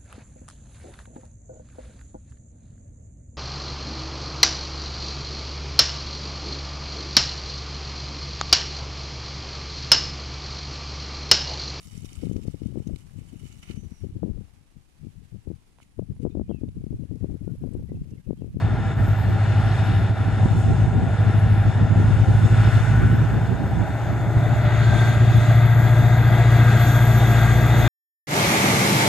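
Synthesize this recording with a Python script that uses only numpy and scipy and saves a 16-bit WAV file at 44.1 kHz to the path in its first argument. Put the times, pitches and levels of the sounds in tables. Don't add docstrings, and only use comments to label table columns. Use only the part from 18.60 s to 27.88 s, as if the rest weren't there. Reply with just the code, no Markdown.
import sys
import numpy as np
from scipy import signal
from scipy.fft import rfft, irfft, next_fast_len
from scipy.io import wavfile
from scipy.ndimage import uniform_filter1d, map_coordinates

SR = 44100
rng = np.random.default_rng(int(sys.argv[2]) if len(sys.argv) > 2 else 0)


def to_wav(sig):
    pcm = np.clip(np.atleast_2d(sig), -1, 1) * 32767
    pcm = np.round(pcm).astype(np.int16)
    wavfile.write(sys.argv[1], SR, pcm.T)


N = 409248
TIME = np.arange(N) / SR
PAN = np.array([[.5], [-.5]])


def amp(db):
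    return 10 ** (np.asarray(db) / 20)


def unit(x):
    return x / np.sqrt(np.mean(np.abs(x) ** 2) + 1e-20)


def along(points, hz):
    freqs, values = np.transpose(points)
    return np.interp(np.log(hz + 1), np.log(freqs + 1), values)


def curves(rows, t=TIME):
    times, *columns = np.transpose(rows)
    return [np.interp(t, times, column) for column in columns]


def wobble(rate):
    knots = rng.standard_normal(int(N * rate / SR) + 4)
    return map_coordinates(knots, [TIME * rate])


def filtered(x, response):
    size = next_fast_len(N + SR // 2)
    return irfft(rfft(x, size) * response(np.fft.rfftfreq(size, 1 / SR)), size)[..., :N]


def rush(colour_db, patchy_db):
    hz, t, spectra = signal.stft(rng.standard_normal((2, N)), SR, nperseg=1024)
    gain = amp(colour_db(hz[:, None], t) + np.zeros(spectra.shape[1:]))
    gain /= np.sqrt(np.mean(gain ** 2, axis=0))
    patches = uniform_filter1d(rng.standard_normal(gain.shape), size=10, axis=0)
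    patches = unit(uniform_filter1d(patches, size=6, axis=1))
    _, noise = signal.istft(spectra * gain * amp(patchy_db * patches), SR, nperseg=1024)
    return unit(noise[:, :N])


# (time [s], firing rate [Hz])
FIRING_RATE = [(0.0, 103.4), (0.4, 102.95), (3.2, 102.96), (3.6, 103.63), (4.0, 105.67), (4.8, 110.75),
               (5.2, 112.44), (6.0, 113.08), (7.2, 115.5), (7.6, 115.88), (9.28, 116.2)]
def crank():
    return 2 * np.pi * np.cumsum(curves(FIRING_RATE)[0]) / SR / 8


def notch():
    return np.clip((curves(FIRING_RATE)[0] - 108) / (113.5 - 108), 0, 1)


# (order [per turn], low-notch level [dB], high-notch level [dB])
EXHAUST_ORDERS = [(3, -31.5, -49), (4, -16, -16.5), (5, -19, -20.5), (6, -16, -14.5), (7, -11, -13.5),
                  (8, 2, 2), (9, -4.5, -7), (10, -12, -11.5), (11, -26, -35), (12, -14.5, -26.5),
                  (13, -22, -22.5), (14, -28.5, -24), (16, -22.5, -30.5)]
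# (frequency [Hz], level [dB])
FLOW_COLOUR = [(25, -19.5), (50, 12.5), (110, 11.5), (170, 5), (300, -36.5), (1500, -120)]
# (time [s], gain [dB])
EXHAUST_GAIN = [(0, -23), (.33, -25), (.45, -18), (.62, -24), (1.05, -20.5), (1.45, -24), (1.9, -19),
                (2.12, -25), (2.25, -17), (2.45, -25.5), (2.7, -17), (3.15, -21.5), (3.3, -16), (3.6, -17),
                (4.22, -16.5), (4.65, -20.5), (5.1, -30), (5.55, -27), (5.75, -20), (6.0, -21.5),
                (6.2, -18.5), (6.75, -15.5), (8.3, -16.5), (9.28, -17.5)]
def exhaust():
    angle, high = crank(), notch()
    throb_angle = 2.4 - 3.58 * high
    closing = np.clip((TIME - 7.2) / 2.3, 0, 1)
    drone = np.zeros(N)
    for order, low_db, high_db in EXHAUST_ORDERS:
        opposed = 3.7 * (order % 4 == 2)
        deep_db = 8.7 * closing * (order < 5)
        drift = 0.079 * abs(order - 8) * wobble(2.8)
        phase = order * angle + (order - 8) * throb_angle + opposed + drift
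        drone += amp(low_db + high * (high_db - low_db) + deep_db + wobble(4.6)) * np.cos(phase)
    flow = amp(-15.5 - 4.2 * high) * rush(lambda hz, t: along(FLOW_COLOUR, hz), patchy_db=1.0)[0]
    return amp(curves(EXHAUST_GAIN)[0]) * (np.sqrt(2) * drone + flow)


# (time [s], lower pitch [Hz], lower level [dB], upper level [dB])
GEAR_MESHES = [(0, 1390, -63, -57), (3.3, 1398, -55.5, -53), (4.1, 1461, -44.5, -43),
               (4.8, 1506, -50.5, -49), (5.8, 1532, -55, -67), (6.3, 1570, -47, -44),
               (7.3, 1597, -45, -43.5), (8.3, 1599, -36, -39.5), (9.28, 1604, -39, -44)]
# (time [s], half length [s], rise [dB])
MESH_FLARES = [(4.435, 0.14, 11), (6.4, 0.19, 13)]
# (order [per turn], level [dB], entry [s], full level at [s], exit [s])
FAN_TONES = [(14.6, -34, 7.3, 7.9, 9.6), (23, -41, 7.6, 8.6, 9.8), (33.4, -46, 6.8, 7.4, 9.8),
             (42.5, -41, 5.1, 5.9, 9.8), (48.6, -38, 4.4, 7.3, 9.8), (52, -49, 0, .3, 3.6),
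             (60, -46, 0, .3, 3.6), (79.1, -48, 7, 8, 9.8)]
def gears_and_fans():
    mesh_hz, lower_db, upper_db = curves(GEAR_MESHES)
    angle = crank()
    lower_db += sum(db * np.exp(-((TIME - s) / half) ** 4) for s, half, db in MESH_FLARES)
    mesh_phase = 2 * np.pi * np.cumsum(mesh_hz) / SR
    tones = amp(lower_db + 2.5 * wobble(5.1)) * np.sin(mesh_phase + 0.42 * wobble(12))
    tones += amp(upper_db + 1.5 * wobble(8)) * np.sin(113 * angle + .4 * wobble(12))
    for order, db, start, full, end in FAN_TONES:
        fade = np.clip((TIME - start) / (full - start), 0, 1) * np.clip((end - TIME) / 0.57, 0, 1)
        tones += fade * amp(db + 2.5 * wobble(16)) * np.sin(order * angle + .9 * wobble(18))
    return np.sqrt(2) * tones


def approach(far, near, patchy_db):
    def colour_db(hz, t):
        nearness = np.clip((t - 4.8) / 1.7, 0, 1)
        return along(far, hz) * (1 - nearness) + along(near, hz) * nearness
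    return rush(colour_db, patchy_db)


# (frequency [Hz], level [dB])
FAR_BODY = [(180, -22.5), (300, -5), (522, -12), (649, -5), (728, -9), (790, -0.5), (852, -9), (981, -11),
            (1100, -21.5), (1430, -48.5), (2420, -120)]
NEAR_BODY = [(94, -37.5), (160, -13), (172, -26), (210, -14.5), (238, -9), (347, -6.5), (545, -19),
             (601, -9.5), (700, -6.5), (1010, -15.5), (1100, -29), (1430, -52), (2420, -120)]
FAR_CLATTER = [(620, -39), (1050, -11), (1260, -7), (1400, 1), (1530, -7), (1670, -3.5), (2200, -13),
               (2700, -20), (3510, -25.5), (5940, -120)]
NEAR_CLATTER = [(620, -46), (1050, -16), (1180, -3.5), (1490, -3.5), (1600, -2.5), (1750, -10),
                (1980, -2.5), (2700, -27.5), (3510, -57), (5940, -120)]
FAR_MID_HISS = [(1470, -41.5), (2500, -6.5), (2930, -4), (3160, -13.5), (3390, -6), (3540, -1.5),
                (3690, -4), (3880, -12), (4440, -9.5), (4600, -17), (4760, -17), (5300, -14), (6890, -41.5),
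                (11700, -120)]
NEAR_MID_HISS = [(1470, -35), (2500, -2), (3120, -9.5), (3380, 0), (3560, 1), (4040, -10), (4440, -8.5),
                 (5300, -26), (6890, -52.5), (11700, -120)]
FAR_HISS = [(2940, -41.5), (5000, -10.5), (6100, -5.5), (7060, -3.5), (7700, -5.5), (8690, -2),
            (9870, -21.5), (10500, -14), (13600, -57), (22000, -120)]
NEAR_HISS = [(2940, -49), (5000, -14), (5350, -13.5), (6840, -3), (7870, -11), (8930, -7.5), (9360, -17),
             (9840, -25.5), (10500, -31), (13600, -60.5), (22000, -120)]
# (time [s], level [dB])
BODY_LEVEL = [(0, -36), (4.8, -34), (5.9, -32.5), (6.3, -30), (6.85, -33), (7.4, -29.5), (8.3, -29),
              (9.28, -26)]
# (time [s], clatter [dB], upper-mid hiss [dB], air hiss [dB])
ROAR_LEVELS = [(0.0, -40, -52, -56), (0.02, -40, -50, -60), (0.41, -39, -52, -57.5),
               (1.32, -35.5, -43.5, -54), (1.68, -38, -49, -57.5), (2.02, -39.5, -47.5, -50),
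               (2.35, -40.5, -52.5, -57), (2.69, -37, -47.5, -56), (3.2, -39, -51, -57.5),
               (3.88, -37.5, -47.5, -51), (4.06, -32, -43, -50.5), (4.16, -34, -43.5, -47.5),
               (4.42, -33.5, -48.5, -52.5), (4.88, -40.5, -51, -57), (5.71, -38.5, -51, -55),
               (6.18, -31.5, -40, -50), (6.41, -33.5, -40, -46.5), (6.59, -33.5, -39.5, -48),
               (6.8, -34.5, -41, -47.5), (7.08, -33, -44.5, -53), (7.44, -32.5, -42.5, -46.5),
               (7.62, -33, -42.5, -51.5), (8.32, -30.5, -38, -42), (9.28, -29, -37, -43)]
def roar():
    clatter_db, mid_db, hiss_db = curves(ROAR_LEVELS)
    body_db, = curves(BODY_LEVEL)
    beat, air = np.cos(crank() - .8), wobble(6)
    body = amp(body_db + 0.56 * beat + 0.52 * air) * approach(FAR_BODY, NEAR_BODY, 1.14)
    clatter = amp(clatter_db + 0.38 * beat + .9 * air) * approach(FAR_CLATTER, NEAR_CLATTER, 0.43)
    puffs_db = 0.44 * np.cos(8 * crank()) + 1.01 * air
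    mid_hiss = amp(mid_db + puffs_db + 0.57 * wobble(25)) * approach(FAR_MID_HISS, NEAR_MID_HISS, 1.3)
    hiss = amp(hiss_db + puffs_db + 0.42 * wobble(25)) * approach(FAR_HISS, NEAR_HISS, 1.6)
    return filtered(body + clatter + mid_hiss + hiss, lambda hz: hz < 11400)


# (frequency [Hz], level [dB])
TURBO_COLOUR = [(9500, -90), (10600, -24), (11300, -17), (11900, -5), (12500, 0), (13050, -4), (13250, -28),
                (13450, -90)]
# (time [s], level [dB])
TURBO_LEVEL = [(0, -74), (.8, -71), (1.4, -60), (1.8, -71), (2.0, -63), (2.25, -74), (2.8, -64.5),
               (3.4, -68), (4.2, -60), (5.0, -68.5), (6.4, -58), (7.4, -51), (7.8, -53), (8.4, -41.5),
               (8.65, -46), (9.28, -44)]
def turbo(full_speed_hz=116):
    def colour_db(hz, t):
        return along(TURBO_COLOUR, hz * full_speed_hz / curves(FIRING_RATE, t)[0])
    band = rush(colour_db, patchy_db=3.0)
    return amp(curves(TURBO_LEVEL)[0] + 0.77 * wobble(9) + 0.88 * wobble(36)) * band


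# (time [s], level [dB], left-right [dB])
RUMBLE_LEVEL = [(0, -26, -0.5), (.5, -24, 0), (1.1, -27.5, 3.5), (1.5, -23.5, -2.5), (2.1, -18.5, 2),
                (2.9, -25, 3), (3.4, -17, -1), (4.2, -20, -1.5), (4.6, -21, -1.5), (5.0, -20.5, -5.5),
                (5.4, -27.5, -8), (6.0, -22, 0.5), (6.8, -25.5, 7), (7.5, -33, -8), (8.2, -37, -1.5),
                (9.28, -25.5, -2)]
def rumble_db():
    level_db, pan_db = curves(RUMBLE_LEVEL)
    return level_db + PAN * pan_db


# (frequency [Hz], level [dB])
RUMBLE_COLOUR = [(20, -41), (40, -10), (60, -1), (110, -2), (170, -4.5), (300, -15), (500, -26), (900, -96),
                 (3000, -120)]
def wind_and_rumble():
    eddies = 0.5 * np.array([wobble(10), wobble(11)]) + 0.92 * np.array([wobble(35), wobble(35)])
    lumps = amp(7.8 * np.tanh(eddies / 1.54))
    share = lambda hz: 0.73 / (1 + (hz / 120) ** 2)
    own = filtered(lumps * rng.standard_normal((2, N)), lambda hz: np.sqrt(1 - share(hz)))
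    both = filtered(lumps.mean(axis=0) * rng.standard_normal(N), lambda hz: np.sqrt(share(hz)))
    return amp(rumble_db()) * unit(filtered(own + both, lambda hz: amp(along(RUMBLE_COLOUR, hz))))


def choke():
    gusty = np.clip((rumble_db() + 32.5) / 17.0, 0, 1)
    cover = np.clip(np.array([wobble(34), wobble(34)]) + 0.7 * wobble(28) - .45, 0, 1.6)
    return amp(-11 * gusty * cover)


# (frequency [Hz], level [dB])
WING_COLOUR = [(10500, -120), (11500, -50), (12200, 0), (13200, -2.5), (14300, -5), (15100, -26)]
def insect(onset_s=.356, hold_s=0.33, attack_db_per_s=2500, fade_db_per_s=144):
    t = TIME - onset_s
    level_db = -61 + attack_db_per_s * np.minimum(t, 0) - fade_db_per_s * np.maximum(t - hold_s, 0)
    buzz = rush(lambda hz, t: along(WING_COLOUR, hz), patchy_db=6)
    return amp(level_db + 9 * PAN) * buzz


# (time [s], gain [dB], left-right [dB])
WIND_SLAPS = [(0.48, -9, -9), (1.684, -14, -16), (1.774, -11, 2), (1.858, -5, -13.5), (2.698, -7.5, 4),
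              (3.151, -14, -1), (3.359, -7, 1), (3.601, -15, -1), (4.373, -11, -2), (5.04, -10.5, 3.5)]
def wind_slaps():
    out, t = np.zeros((2, N + SR)), np.arange(SR // 20) / SR
    push = np.sin(2 * np.pi * 190 * t) * amp(-60 * t / 0.015)
    push += 0.19 * np.sin(2 * np.pi * 620 * t) * amp(-60 * t / 0.0061)
    push *= 1 - np.exp(-t / 0.00035)
    for s, db, pan_db in WIND_SLAPS:
        start = round(s * SR)
        out[:, start:start + len(t)] += amp(db + PAN * pan_db) * push
    return out[:, :N]


# (frequency [Hz], likeness [0-1])
PORT_LIKENESS = [(100, 1), (620, .96), (1340, .94), (2000, .9), (2700, .85), (3500, .88), (4300, .7),
                 (6900, .7), (12000, .7)]
# (frequency [Hz], left lead [rad])
PORT_LEAD = [(100, .05), (700, .15), (1400, .5), (2050, .9), (2700, .3), (3500, -.3), (4300, -1.1),
             (4900, -.5), (5500, 2.2), (6900, .2), (8400, 2.5), (12000, .8)]
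# (frequency [Hz], left-right [dB])
PORT_BALANCE = [(60, 0.5), (150, 3), (700, 1.6), (1400, 0.7), (2050, 4), (2700, 5), (3500, -0.5),
                (4300, -2.5), (5500, 5), (6900, 1.8), (8400, -2.5), (12000, 3.5)]
def ports(direct, scattered):
    spread = lambda hz: np.arccos(np.clip(along(PORT_LIKENESS, hz), -1, 1)) / 2
    mid = filtered(direct, lambda hz: np.cos(spread(hz)))
    side = filtered(scattered, lambda hz: np.sin(spread(hz)))
    response = lambda hz: amp(PAN * along(PORT_BALANCE, hz)) * np.exp(1j * PAN * along(PORT_LEAD, hz))
    return filtered(np.array([mid + side, mid - side]), response)


def scene():
    direct, scattered = roar() + turbo()
    lean = amp(-1.7 * (1 - notch()) * PAN)
    bass = choke() * (lean * ports(exhaust(), np.zeros(N)) + wind_and_rumble())
    return ports(direct + gears_and_fans(), scattered) + bass + wind_slaps() + insect()


# (time [s], half length [s], gain [dB])
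LEVEL_DIPS = [(0.357, 0.023, -5.5), (1.533, 0.031, -4)]
def record(dry):
    dips_db = sum(db * np.exp(-((TIME - s) / half) ** 2) for s, half, db in LEVEL_DIPS)
    return filtered(dry * amp(dips_db), lambda hz: hz < 15100)


dry = scene()
out = record(dry)
to_wav(out)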